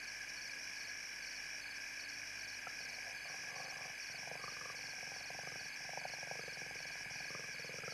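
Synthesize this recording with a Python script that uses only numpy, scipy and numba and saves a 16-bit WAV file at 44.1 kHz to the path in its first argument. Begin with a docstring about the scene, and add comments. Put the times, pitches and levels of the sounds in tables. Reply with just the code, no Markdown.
"""Open bush at night, one distant microphone with faint mains hum.
Toads rattle in overlapping trains of tone pulses, insects rasp, a small caller repeats four falling chirps.
The treble near 5.5 kHz drops out briefly and flickers.
From about 2.7 s a lion growls in swells of effort: slow, separate vocal-fold flaps ring throat and
chest, louder and quicker at each crest, and change colour as the mouth opens."""
import sys
import numpy as np
from scipy import signal
from scipy.fft import rfft, irfft, next_fast_len
from scipy.io import wavfile
from scipy.ndimage import uniform_filter1d
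from numba import njit

SR = 44100
rng = np.random.default_rng(int(sys.argv[2]) if len(sys.argv) > 2 else 0)


def dump_mix(stems):
    """Bounce the given channels to the path in sys.argv[1] as a 16-bit WAV at rate SR."""
    frames = np.atleast_2d(stems).T  # one column per channel
    limited = np.clip(frames, -1, 1)  # hard clip at full scale
    pcm = np.round(limited * 32767).astype(np.int16)
    wavfile.write(sys.argv[1], SR, pcm)


N = 349713
TIME = np.arange(N) / SR

# noise spectra: f/Hz, relative density/dB
AIR_SPECTRUM = [(20, -6), (70, -7), (130, -3), (210, -1.5), (290, -3.5), (370, -3.5), (600, 1), (760, 2),
                (1050, -0.5), (1270, -2), (2500, 7), (3600, -13.5), (7000, -10), (12500, -11)]
FROG_SPECTRUM = [(1300, -21.5), (1480, -7), (1650, 12.5), (1820, -5.5), (2000, 2), (2130, 0.5), (2480, 3.5),
                 (2700, -11), (2950, 0.5), (3170, -18), (3330, -3), (3550, -22.5), (3750, -22.5),
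                 (3950, -3.5), (4300, -75)]
INSECT_SPECTRUM = [(3900, -34.5), (4250, -11), (4550, -4), (4950, 3), (5200, 0.5), (5380, 0), (5500, -36),
                   (5800, -50), (6050, 2.5), (6450, -7), (6700, -8.5), (7000, -21.5), (7800, -23)]
# hum lines: f/Hz, level/dB
HUM_LINES = [(50, -77.5), (100, -78), (150, -80.5), (250, -78), (290, -77)]
# the treble near 5.5 kHz drops out briefly: start/s, end/s
TREBLE_DROPOUTS = [(0, .023), (.048, .075), (.192, .215), (.482, .507), (.842, .868), (1.2, 1.224),
                   (1.61, 1.75), (1.779, 1.801), (2.043, 2.086), (2.452, 2.475), (2.592, 2.616),
                   (2.64, 2.665), (2.86, 2.886), (2.906, 2.931), (3.122, 3.286), (3.51, 3.555),
                   (3.65, 3.695), (3.72, 3.77), (3.94, 3.986), (4.13, 4.177), (4.293, 4.322),
                   (4.347, 4.414), (4.73, 4.753), (5.232, 5.257), (5.303, 5.329), (5.428, 5.473),
                   (5.5, 5.523), (5.69, 5.76), (6.002, 6.07), (6.41, 6.46), (6.48, 6.527), (6.553, 6.578),
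                   (6.698, 6.746), (6.837, 6.863), (6.89, 6.914), (7.036, 7.102), (7.54, 7.574),
                   (7.632, 7.657), (7.68, 7.73), (7.796, 7.846)]
# four-note calls: start/s
CALL_STARTS_S = [-.063, .365, .75, 1.22, 1.613, 1.991, 2.393, 2.8, 3.162, 3.551, 4.018, 4.383, 4.761, 5.138,
                 5.591, 5.988, 6.403, 6.78, 7.144, 7.532, 7.9]
# notes within a call: delay/s
NOTE_DELAYS_S = (.001, .044, .088, .133)
# far toad groups: f/Hz, spread/Hz, pulse rate/Hz, level/dB
FAR_TOADS = [(1637, 88, 47, -58.8), (2006, 7.3, 48, -68), (2370, 88, 60, -65)]
# near toads: start/s, end/s, f/Hz, pulse rate/Hz, relative level/dB, roughness/cycles, fall/(Hz/s)
NEAR_TOADS = [(-0.1, 3.95, 1660, 55.5, -56.2, .15, 0), (5.3, 7.7, 1660, 55.3, -56.2, .15, 0),
              (-0.1, 4.5, 2335, 45.4, -55.6, .08, 42000), (4.4, 5.8, 2270, 45.4, -58, .08, 30000),
              (5.7, 8.2, 2260, 45.35, -55.7, .06, 10000), (5.7, 8.2, 2440, 45.4, -61, .1, 0),
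              (-0.1, 8.2, 2370, 50.45, -56.4, .06, 0), (1.3, 8.2, 2480, 48.4, -63.5, .15, 0),
              (3.9, 5.35, 1630, 48, -58, .25, 0)]
# throat resonances, mouth shut: f/Hz, width/Hz, gain/dB
THROAT_MODES = [(513, 336, -7.5), (747, 320, -1), (994, 240, -16)]
# resonances, mouth open: start/s, end/s, low f/Hz, high f/Hz, low gain/dB, mid gain/dB, high gain/dB
MOUTH_OPENINGS = [(2.58, 2.77, 524, 1370, -10, 1, 1), (3.2, 4.0, 480, 1116, -11, -1, -7),
                  (4.37, 4.76, 484, 1160, -5.5, -14, 1), (5.42, 5.62, 483, 1220, -4, -7, -12.5),
                  (5.92, 6.39, 572, 920, -3.5, -1, -9), (6.35, 6.55, 500, 1250, -0.5, -18, -16),
                  (6.51, 6.78, 456, 870, -1.5, -4, -9), (7.26, 7.49, 473, 1170, 0, -20, -6),
                  (7.45, 7.8, 500, 1100, 2.5, -30, -12), (7.76, 8.1, 486, 1350, -3, -11, -7.5)]
# growls, relative levels: start/s, crest/s, end/s, flap count, voice/dB, chest/dB, rasp/dB
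GROWL_SWELLS = [(2.671, 2.675, 2.712, 2, -58, -73, -76), (2.808, 2.855, 2.985, 5, -53, -78, -71),
                (3.072, 3.08, 3.131, 2, -50, -79, -64), (3.257, 3.28, 3.438, 5, -47, -70, -67),
                (3.480, 3.60, 3.727, 7, -46, -64, -59.5), (3.768, 3.81, 3.900, 4, -45.5, -65, -62),
                (4.100, 4.38, 4.524, 11, -44, -63, -66.5), (4.569, 4.65, 4.841, 7, -45.5, -67, -69),
                (4.888, 5.12, 5.258, 9, -47.5, -67, -74), (5.303, 5.46, 5.658, 9, -41.5, -62, -73),
                (5.806, 6.00, 6.187, 10, -46, -63, -71), (6.232, 6.34, 6.527, 8, -42.5, -61, -71),
                (6.574, 6.62, 6.907, 8, -44, -63.5, -79), (6.957, 7.18, 7.256, 7, -46, -63.5, -76),
                (7.307, 7.35, 7.490, 5, -41.5, -61, -70), (7.546, 7.90, 7.970, 10, -42, -59.5, -68)]
# hardest flaps, heard as knocks: t/s, relative level/dB
HARD_FLAPS = [(2.669, -40.5), (4.273, -42), (4.313, -38), (4.353, -40.5), (4.438, -42.5), (4.478, -43.5),
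              (4.655, -45), (5.302, -40), (5.388, -43.5), (5.472, -39.5), (5.556, -40.5), (5.891, -44),
              (5.973, -36), (6.051, -37.5), (6.135, -43), (6.228, -40), (6.311, -35.5), (6.392, -36.5),
              (6.478, -41), (7.348, -39), (7.834, -39), (7.878, -34)]


def from_db(db):
    return 10 ** (np.asarray(db) / 20)


def unit_rms(x):
    return x / np.sqrt(np.mean(x ** 2) + 1e-20)


def trapezoid(t, start, end, edge_s):
    return np.clip(np.minimum(t - start, end - t) / edge_s, 0, 1)


def band(x, low_hz, high_hz):
    return signal.sosfilt(signal.butter(2, [low_hz, high_hz], "band", fs=SR, output="sos"), x)


def drift(rate_hz):
    """Smooth random motion, rms 1."""
    hop, settle = 40, 2000
    pole = np.exp(-2 * np.pi * rate_hz * hop / SR)
    white = rng.standard_normal(N // hop + settle + 2)
    slow = signal.lfilter([1], [1, -2 * pole, pole * pole], white)[settle:]
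    return np.interp(np.arange(N) / hop, np.arange(len(slow)), unit_rms(slow))


def noise(spectrum):
    """Coloured noise, rms 1."""
    hz, level_db = np.transpose(spectrum)
    size = next_fast_len(N)
    bins_hz = np.maximum(np.arange(size // 2 + 1) * SR / size, 1)
    gain = from_db(np.interp(np.log(bins_hz), np.log(hz), level_db))
    return unit_rms(irfft(rfft(rng.standard_normal(size)) * gain, size)[:N])


@njit
def ring(drive, hz, width_hz):
    """Three moving resonators in series; a unit click swells to about 1 and dies."""
    out = np.zeros(len(drive))
    first = second = third = 0j
    decay = np.exp(-np.pi * width_hz / SR)
    for i in range(len(drive)):
        pole = decay * np.exp(2j * np.pi * hz[i] / SR)
        first = first * pole + drive[i] + 1e-18
        second = second * pole + first * (1 - decay)
        third = third * pole + second * (1 - decay)
        out[i] = third.imag * np.e ** 2 / 2
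    return out


def background(air_db, frogs_db, waver_db):
    """Still air, wash of the farthest frogs, wavering mains hum."""
    hum = np.zeros(N)
    for hz, level_db in HUM_LINES:
        peak = np.sqrt(2) * from_db(level_db + waver_db * drift(0.97))
        hum += peak * np.sin(2 * np.pi * (hz * TIME + rng.random()))
    return from_db(air_db) * noise(AIR_SPECTRUM) + from_db(frogs_db) * noise(FROG_SPECTRUM) + hum


def insects(level_db):
    """Wide rasping bed of many insects."""
    return from_db(level_db + 2.2 * drift(77)) * noise(INSECT_SPECTRUM)


def flickering_treble(level_db, dropout_db, flickers_per_s=2, flicker_s=.015):
    """The treble near 5.5 kHz drops out briefly and flickers."""
    flickers = [(at, at + flicker_s) for at in rng.uniform(0, N / SR, int(flickers_per_s * N / SR))]
    gate_db = np.zeros(N)
    for start, end in TREBLE_DROPOUTS + flickers:
        gate_db[int(start * SR):int(end * SR)] = -dropout_db
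    gate = uniform_filter1d(from_db(gate_db), size=220)
    treble = gate * from_db(1.2 * drift(25)) * band(rng.standard_normal(N), 5336, 5800)
    return from_db(level_db) * unit_rms(treble)


def chirper(level_db, top_hz, fall_hz, note_s, sag_hz, scatter_hz):
    """Small caller: four abrupt falling whistles, pitch sagging from note to note."""
    out = np.zeros(N)
    waver_hz, grain_db = 38 * drift(170), 1.6 * drift(200)
    for call_start in CALL_STARTS_S:
        for k, delay in enumerate(NOTE_DELAYS_S):
            uneven_db, detune = rng.standard_normal(2)
            start = call_start + delay
            span = np.arange(max(int(start * SR), 0), min(int((start + note_s) * SR), N))
            age = span / SR - start
            hz = top_hz - sag_hz * k + scatter_hz * detune + waver_hz[span] - fall_hz * age / note_s
            gain = from_db(level_db + uneven_db + grain_db[span]) * trapezoid(age, 0, note_s, .0015)
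            out[span] += gain * np.sin(2 * np.pi * np.cumsum(hz) / SR)
    return out


def trill(hz, pulse_hz, pulse_s, uneven_db, wobble, scatter_hz, rough, fall_hz_per_s=0):
    """Toad rattle, rms 1: short tone pulses; random phase (rough) blurs their comb of lines."""
    rate_hz = pulse_hz * (1 + wobble * drift(2))
    cycles = np.cumsum(rate_hz) / SR + rng.random()
    pulse = cycles.astype(int) % 1024
    age = (cycles % 1 - .5) / rate_hz   # zero at the pulse peak
    strength, detune, phase = rng.standard_normal((1024, 3))[pulse].T
    width_s = pulse_s * np.where(age < 0, .62, 1)   # rise faster than decay
    envelope = np.exp(-(age / width_s) ** 2) * from_db(uneven_db * np.minimum(strength, 1))
    mean_hz = hz + scatter_hz * detune - fall_hz_per_s * age / 2
    return unit_rms(envelope * np.sin(2 * np.pi * (mean_hz * age + rough * phase)))


def far_toads(group_size):
    """Groups of rattles at loosely held rates, blurring together."""
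    out = np.zeros(N)
    for hz, spread_hz, pulse_hz, level_db in FAR_TOADS:
        voices = sum(trill(hz + spread_hz * offset, pulse_hz * (1 + .2 * offset), pulse_s=.0061,
                           uneven_db=0, wobble=.1, scatter_hz=41.2, rough=.55)
                     for offset in np.linspace(-1, 1, group_size))
        out += from_db(level_db) * unit_rms(voices)
    return out


def near_toads(gain_db, fade_s):
    """Single voices, close enough for their pulse rates to stand out."""
    out = np.zeros(N)
    for start, end, hz, pulse_hz, level_db, rough, fall in NEAR_TOADS:
        pulse_s = 6 / hz * (1 + fall / 60000)   # six cycles, longer if sliding
        rattle = trill(hz, pulse_hz, pulse_s, uneven_db=1.2, wobble=.004, scatter_hz=12,
                       rough=rough, fall_hz_per_s=fall)
        out += from_db(gain_db + level_db) * trapezoid(TIME, start, end, fade_s) * rattle
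    return out


def effort(t, start, crest, end, margin_s=.057):
    """Rounded 0-1-0 swell; builds before the first flap, outlasts the last."""
    return np.sin(np.pi / 2 * np.interp(t, [start - margin_s, crest, end + margin_s], [0, 1, 0]))


def effort_gains(chest_swell_db, rasp_swell_db):
    """Chest boom and rasp both swell with each growl's effort."""
    chest_gain, rasp_gain = np.zeros((2, N))
    for start, crest, end, _, _, chest_db, rasp_db in GROWL_SWELLS:
        push = effort(TIME, start, crest, end)
        chest_gain = np.maximum(chest_gain, (push > 0) * from_db(chest_db - chest_swell_db * (1 - push)))
        rasp_gain = np.maximum(rasp_gain, (push > 0) * from_db(rasp_db - rasp_swell_db * (1 - push)))
    return chest_gain, rasp_gain


def flaps(rest_db, hurry, knock_gain_db, lead_s=.003455, clear_s=.015):
    """One click per vocal-fold flap, louder and quicker with effort; a few knock hard."""
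    clicks = np.zeros(N + SR)
    for start, crest, end, count, voice_db, _, _ in GROWL_SWELLS:
        even_s = np.linspace(start, end, count)
        gaps = 1 - hurry * effort((even_s[1:] + even_s[:-1]) / 2, start, crest, end)
        at = start + (end - start) * np.append(0, np.cumsum(gaps)) / gaps.sum()
        level_db = rest_db + (voice_db - rest_db) * effort(at, start, crest, end)
        clicks[((at - lead_s) * SR).astype(int)] = from_db(level_db + rng.standard_normal(count))
    for at, level_db in HARD_FLAPS:
        clicks[int((at - clear_s) * SR):int((at + clear_s) * SR)] = 0   # a knock replaces nearby flaps
        clicks[int(at * SR)] = from_db(level_db + knock_gain_db)
    return clicks[:N]


def chest(clicks, hz, width_hz):
    """Levelled chest boom; answers weak flaps almost as fully as strong ones."""
    boom = band(ring(np.sqrt(clicks), np.full(N, hz), width_hz), 110, 900)
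    return boom / np.sqrt(uniform_filter1d(boom ** 2, size=8000) + 1e-7)


def throat(drive, jaw_s):
    """Three resonances glide as the mouth opens and shuts; the middle one holds its pitch."""
    openness = [trapezoid(TIME, start, end, jaw_s) for start, end, *_ in MOUTH_OPENINGS]
    _, _, low_hz, high_hz, *open_db = np.transpose(MOUTH_OPENINGS)
    open_hz = low_hz, np.full(len(MOUTH_OPENINGS), THROAT_MODES[1][0]), high_hz
    out = np.zeros(N)
    for k, (shut_hz, width_hz, shut_db) in enumerate(THROAT_MODES):
        hz = shut_hz + (open_hz[k] - shut_hz) @ openness
        gain_db = shut_db + (open_db[k] - shut_db) @ openness
        out += (-1) ** k * from_db(gain_db) * ring(drive, hz, width_hz)
    return band(out, 290, 2800)   # the mouth radiates lows poorly


def lion(voice_db, rasp_db, puff_db, puff_width_hz, chest_db, echo_db, echo_s):
    """Flaps, their dying puffs of turbulence and a rasp ring the throat; the chest booms below."""
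    clicks = flaps(rest_db=-49.5, hurry=.1685, knock_gain_db=1.5)
    puffs = signal.lfilter([1], [1, -np.exp(-np.pi * puff_width_hz / SR)], clicks + 1e-18)
    chest_gain, rasp_gain = effort_gains(chest_swell_db=7.5, rasp_swell_db=16.5)
    turbulence = (from_db(puff_db) * puffs + from_db(rasp_db) * rasp_gain) * rng.standard_normal(N)
    voice = throat(from_db(voice_db) * clicks + turbulence, jaw_s=.031)
    ground_echo = from_db(echo_db) * np.interp(TIME - echo_s, TIME, voice, left=0)
    boom = from_db(chest_db) * chest_gain * chest(clicks, hz=143, width_hz=108)
    return voice + ground_echo + boom


def scene():
    mono = lion(voice_db=-2.5, rasp_db=-14.5, puff_db=-28, puff_width_hz=90, chest_db=-.5,
                echo_db=-13.5, echo_s=.004)
    mono += near_toads(gain_db=-1, fade_s=.056) + far_toads(group_size=4)
    mono += chirper(level_db=-54, top_hz=4644, fall_hz=303, note_s=.0257, sag_hz=12, scatter_hz=19)
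    mono += insects(level_db=-58) + flickering_treble(level_db=-55, dropout_db=32)
    mono += background(air_db=-56.5, frogs_db=-55.5, waver_db=2.5)
    return np.array([mono, mono])


def record(dry):
    """Steep low-pass at 12250 Hz."""
    return signal.sosfilt(signal.ellip(12, .1, 70, 12250, fs=SR, output="sos"), dry)


dry = scene()
out = record(dry)
dump_mix(out)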